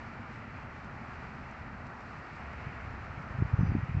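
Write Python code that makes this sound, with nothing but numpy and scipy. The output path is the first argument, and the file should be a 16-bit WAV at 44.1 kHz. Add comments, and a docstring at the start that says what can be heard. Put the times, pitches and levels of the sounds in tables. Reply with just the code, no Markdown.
"""Light traffic on a road, heard from the lawn beside it through one microphone.
Tyres roar steadily on the asphalt over a low rumble of engines, and one exhaust drones as a car draws away.
A breeze rises and, near the end, throws eddies against the microphone. Behind it all are the far
hiss of road and leaves, a few dry ticks and one faint falling note from a small bird."""
import sys
import numpy as np
from scipy import signal
from scipy.fft import rfft, irfft
from scipy.io import wavfile

SR = 44100
rng = np.random.default_rng(int(sys.argv[2]) if len(sys.argv) > 2 else 0)


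def materialize(psi):
    """Save the field psi as 16-bit PCM at rate SR to the path in sys.argv[1].

    A 1-D psi becomes a single channel; in a 2-D psi each row is a channel.
    """
    bounded = np.clip(np.atleast_2d(psi).T, -1, 1)
    quanta = np.round(bounded * 32767).astype(np.int16)
    wavfile.write(sys.argv[1], SR, quanta)


N = 176400


def from_db(db):
    """Decibels to gain."""
    return 10 ** (np.asarray(db) / 20)


def unit_rms(x):
    """Scale to unit rms."""
    return x / np.sqrt(np.mean(x ** 2) + 1e-20)


def fader(rows):
    """Gain over time from rows of time_s, level_db."""
    time_s, level_db = np.transpose(rows)
    return from_db(np.interp(np.arange(N) / SR, time_s, level_db))


def drift(rate_hz):
    """Slow random wander with spread 1."""
    freq_hz = np.arange(N // 2 + 1) * SR / N
    return unit_rms(irfft(rfft(rng.standard_normal(N)) / (1 + (freq_hz / rate_hz) ** 2), N))


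def noise(spectrum, flutter_db, flutter_hz):
    """Noise of a given colour whose level flutters; rms 1."""
    points_hz, density_db = np.transpose(spectrum)
    freq_hz = np.maximum(np.arange(N // 2 + 1) * SR / N, 1)
    colour = from_db(np.interp(np.log(freq_hz), np.log(points_hz), density_db))
    colour /= 1 + (freq_hz / points_hz[-1] / 2) ** 4   # rolls off an octave above the last point
    steady = irfft(rfft(rng.standard_normal(N)) * colour, N)
    return unit_rms(steady * from_db(flutter_db * drift(flutter_hz)))


# loudness of the far hiss: time_s, level_db
FAR_HISS_LEVEL = [(0, -69), (.7, -68.5), (1.15, -69), (1.8, -70), (2.3, -67.5), (2.75, -67.5), (3.2, -69.5),
                  (4, -70.5)]
# its spectrum: freq_hz, density_db
FAR_HISS_SPECTRUM = [(2000, -10), (3300, -3.5), (4200, 2.5), (4800, 0), (5600, -3.5), (6600, -8.5),
                     (7700, -10.5)]

def far_hiss():
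    """Road and leaves in the distance blend into a thin, high hiss."""
    return fader(FAR_HISS_LEVEL) * noise(FAR_HISS_SPECTRUM, flutter_db=1.03, flutter_hz=7.6)


# faint dry ticks: start_s, level_db
TICKS = [(.63, -68), (.845, -60.5), (1.511, -62), (1.867, -60), (2.006, -64), (2.53, -62), (3.843, -66)]
# their spectrum: freq_hz, density_db
TICK_SPECTRUM = [(2000, -13), (4500, 0.5), (7500, -5)]

def ticks(decay_s=0.0054):
    """Tiny bright snaps in the background that die at once."""
    t = np.arange(N) / SR
    envelope = np.zeros(N)
    for start_s, level_db in TICKS:
        envelope += from_db(level_db) * (t >= start_s) * np.exp(-np.abs(t - start_s) / decay_s)
    return envelope * noise(TICK_SPECTRUM, flutter_db=2, flutter_hz=50)


# the bird's two voices: start_s, length_s, start_pitch_hz, end_pitch_hz, level_db
BIRD_VOICES = [(3.594, .115, 6030, 5800, -71.5), (3.598, .165, 5130, 4590, -71)]

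def bird(waver_hz=60, fade_s=.01, echo_db=-9):
    """Two thin whistles slide down together, with scattered echoes from the trees."""
    t, song = np.arange(N) / SR, np.zeros(N)
    for start_s, length_s, start_pitch_hz, end_pitch_hz, level_db in BIRD_VOICES:
        end_s = start_s + length_s
        pitch_hz = np.interp(t, [start_s, end_s], [start_pitch_hz, end_pitch_hz])
        pitch_hz += waver_hz * drift(rate_hz=40)
        gate = np.clip(np.minimum(t - start_s, end_s - t) / fade_s, 0, 1)
        song += from_db(level_db) * gate * np.sin(2 * np.pi * np.cumsum(pitch_hz) / SR)
    echoes = sum(np.interp(t - lag_s, t, song) for lag_s in rng.uniform(0.025, 0.16, size=4))
    return song + from_db(echo_db) * echoes / 2   # four echoes, halved, together sit about 9 dB below the song


def pressure_swing(cycles, width_cycles=.6):
    """A bump of pressure between two troughs."""
    return np.cos(2 * np.pi * cycles) * np.exp(-(cycles / width_cycles) ** 2)


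# turbulence at the microphone, ahead of its low cut: time_s, level_db
BREEZE_LEVEL = [(0, -66.5), (2.2, -58), (2.65, -48.5), (3.3, -47), (3.4, -42), (3.48, -49.5), (3.56, -43.5),
                (3.61, -30.5), (3.77, -34.5), (3.87, -41.5), (4, -30)]
# its spectrum: freq_hz, density_db
BREEZE_SPECTRUM = [(15, -24), (35, -8.5), (70, 0.5), (120, -2.5), (180, -12.5), (260, -16.5), (400, -26.5),
                   (800, -60)]
# single eddies, also ahead of the low cut: centre_s, level_db, pitch_hz, core_ratio
EDDIES = [(2.671, -29.5, 123, .05), (2.906, -33, 101, .05), (3.179, -32, 110, .2), (3.203, -32, 128, .05),
          (3.352, -34, 112, 0.045), (3.390, -23, 120, .1), (3.405, -24, 125, 0.017),
          (3.424, -15.5, 106, 0.38), (3.454, -22, 105, .02), (3.540, -13.5, 100, 0.04),
          (3.592, -18, 120, 0.2), (3.61, -18, 135, 0.055), (3.633, -15, 148, 0.043), (3.67, -25.5, 130, .1),
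          (3.694, -19, 90, 0.054), (3.720, -24.5, 127, 0.31), (3.753, -17.5, 218, 0.12),
          (3.767, -22.5, 168, .02), (3.786, -23, 129, .02), (3.835, -23.5, 110, .03),
          (3.896, -22.5, 124, .03), (3.951, -24.5, 135, .03), (3.974, -21, 102, .05),
          (3.987, -26.5, 130, .03)]

def wind_on_microphone(core_speedup=2.6, low_cut_hz=49):
    """Each eddy hits the microphone as a pressure swing with a sharper core, over lumpy turbulence."""
    t, bumps = np.arange(N) / SR, np.zeros(N)
    for centre_s, level_db, pitch_hz, core_ratio in EDDIES:
        passing = np.abs(t - centre_s) < .05
        cycles = (t[passing] - centre_s) * pitch_hz
        core = core_ratio * pressure_swing(cycles * core_speedup)
        bumps[passing] += from_db(level_db) * (pressure_swing(cycles) + core)
    turbulence = fader(BREEZE_LEVEL) * noise(BREEZE_SPECTRUM, flutter_db=2, flutter_hz=36)
    low_cut = signal.butter(1, low_cut_hz, "high", fs=SR, output="sos")
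    return signal.sosfilt(low_cut, bumps + turbulence)


# loudness of one car's exhaust: time_s, level_db
EXHAUST_LEVEL = [(0, -62.5), (1.2, -54), (2.2, -59), (2.55, -50.5), (2.85, -48.5), (3.2, -48.5), (4, -48.5)]
# its spectrum: freq_hz, density_db
EXHAUST_SPECTRUM = [(20, -22.5), (42, -10), (60, -7), (72, 0.5), (84, -4.5), (110, -15.5), (200, -40)]

def exhaust():
    """A car draws away and the deep drone of its exhaust swells."""
    return fader(EXHAUST_LEVEL) * noise(EXHAUST_SPECTRUM, flutter_db=.5, flutter_hz=5)


# engine rumble reaching the lawn: time_s, level_db
ENGINE_LEVEL = [(0, -46), (.45, -47), (.8, -48.5), (1.55, -46.5), (2.3, -49), (3.0, -48), (4, -48.5)]
# its spectrum: freq_hz, density_db
ENGINE_SPECTRUM = [(15, -26), (30, -12), (50, -5.5), (75, -0.5), (88, -2.5), (108, -1.5), (135, -0.5),
                   (185, -6), (230, -3.5), (255, -5), (290, -14.5), (400, -24.5), (700, -43)]

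def engines():
    """The engines out on the road merge into one low rumble."""
    return fader(ENGINE_LEVEL) * noise(ENGINE_SPECTRUM, flutter_db=1.17, flutter_hz=11)


# tyre roar and upper hiss reaching the lawn: time_s, level_db
TYRE_ROAR_LEVEL = [(0, -48), (.6, -48.5), (1.2, -48), (1.9, -48), (2.3, -47.7), (2.75, -46.5),
                   (3.25, -47.3), (3.65, -45.5), (4, -49)]
TYRE_HISS_LEVEL = [(0.0, -55), (0.56, -55.5), (0.57, -54), (0.93, -57), (1.15, -54.5), (1.91, -58),
                   (2.75, -51.5), (2.93, -55.5), (3.97, -53.5)]
# their spectra: freq_hz, density_db
TYRE_ROAR_SPECTRUM = [(200, -20), (300, -5.5), (380, -4), (470, -6.5), (560, -4.5), (760, -1), (900, -0.5),
                      (1040, -3), (1200, 0), (1370, 0.5), (1600, -4), (1900, -5), (2400, -25.5),
                      (3200, -37)]
TYRE_HISS_SPECTRUM = [(1200, -20.5), (1700, -5), (2000, -1), (2350, -1.5), (2750, -8), (3050, -15),
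                      (3400, -22), (4500, -42)]

def tyres():
    """Tyres rolling on the asphalt make a steady roar with a hiss above it."""
    roar = fader(TYRE_ROAR_LEVEL) * noise(TYRE_ROAR_SPECTRUM, flutter_db=0.63, flutter_hz=11)
    hiss = fader(TYRE_HISS_LEVEL) * noise(TYRE_HISS_SPECTRUM, flutter_db=0.23, flutter_hz=11)
    return roar + hiss


def scene():
    """Road, wind, bird and small ticks at one microphone on the lawn."""
    traffic = tyres() + engines() + exhaust()
    return (traffic + far_hiss() + wind_on_microphone() + bird() + ticks())[None]


def record(dry):
    """The recorder cuts the treble steeply."""
    cutoff_hz = 7700
    return signal.sosfilt(signal.cheby1(12, .2, cutoff_hz, fs=SR, output="sos"), dry)


dry = scene()
out = record(dry)
materialize(out)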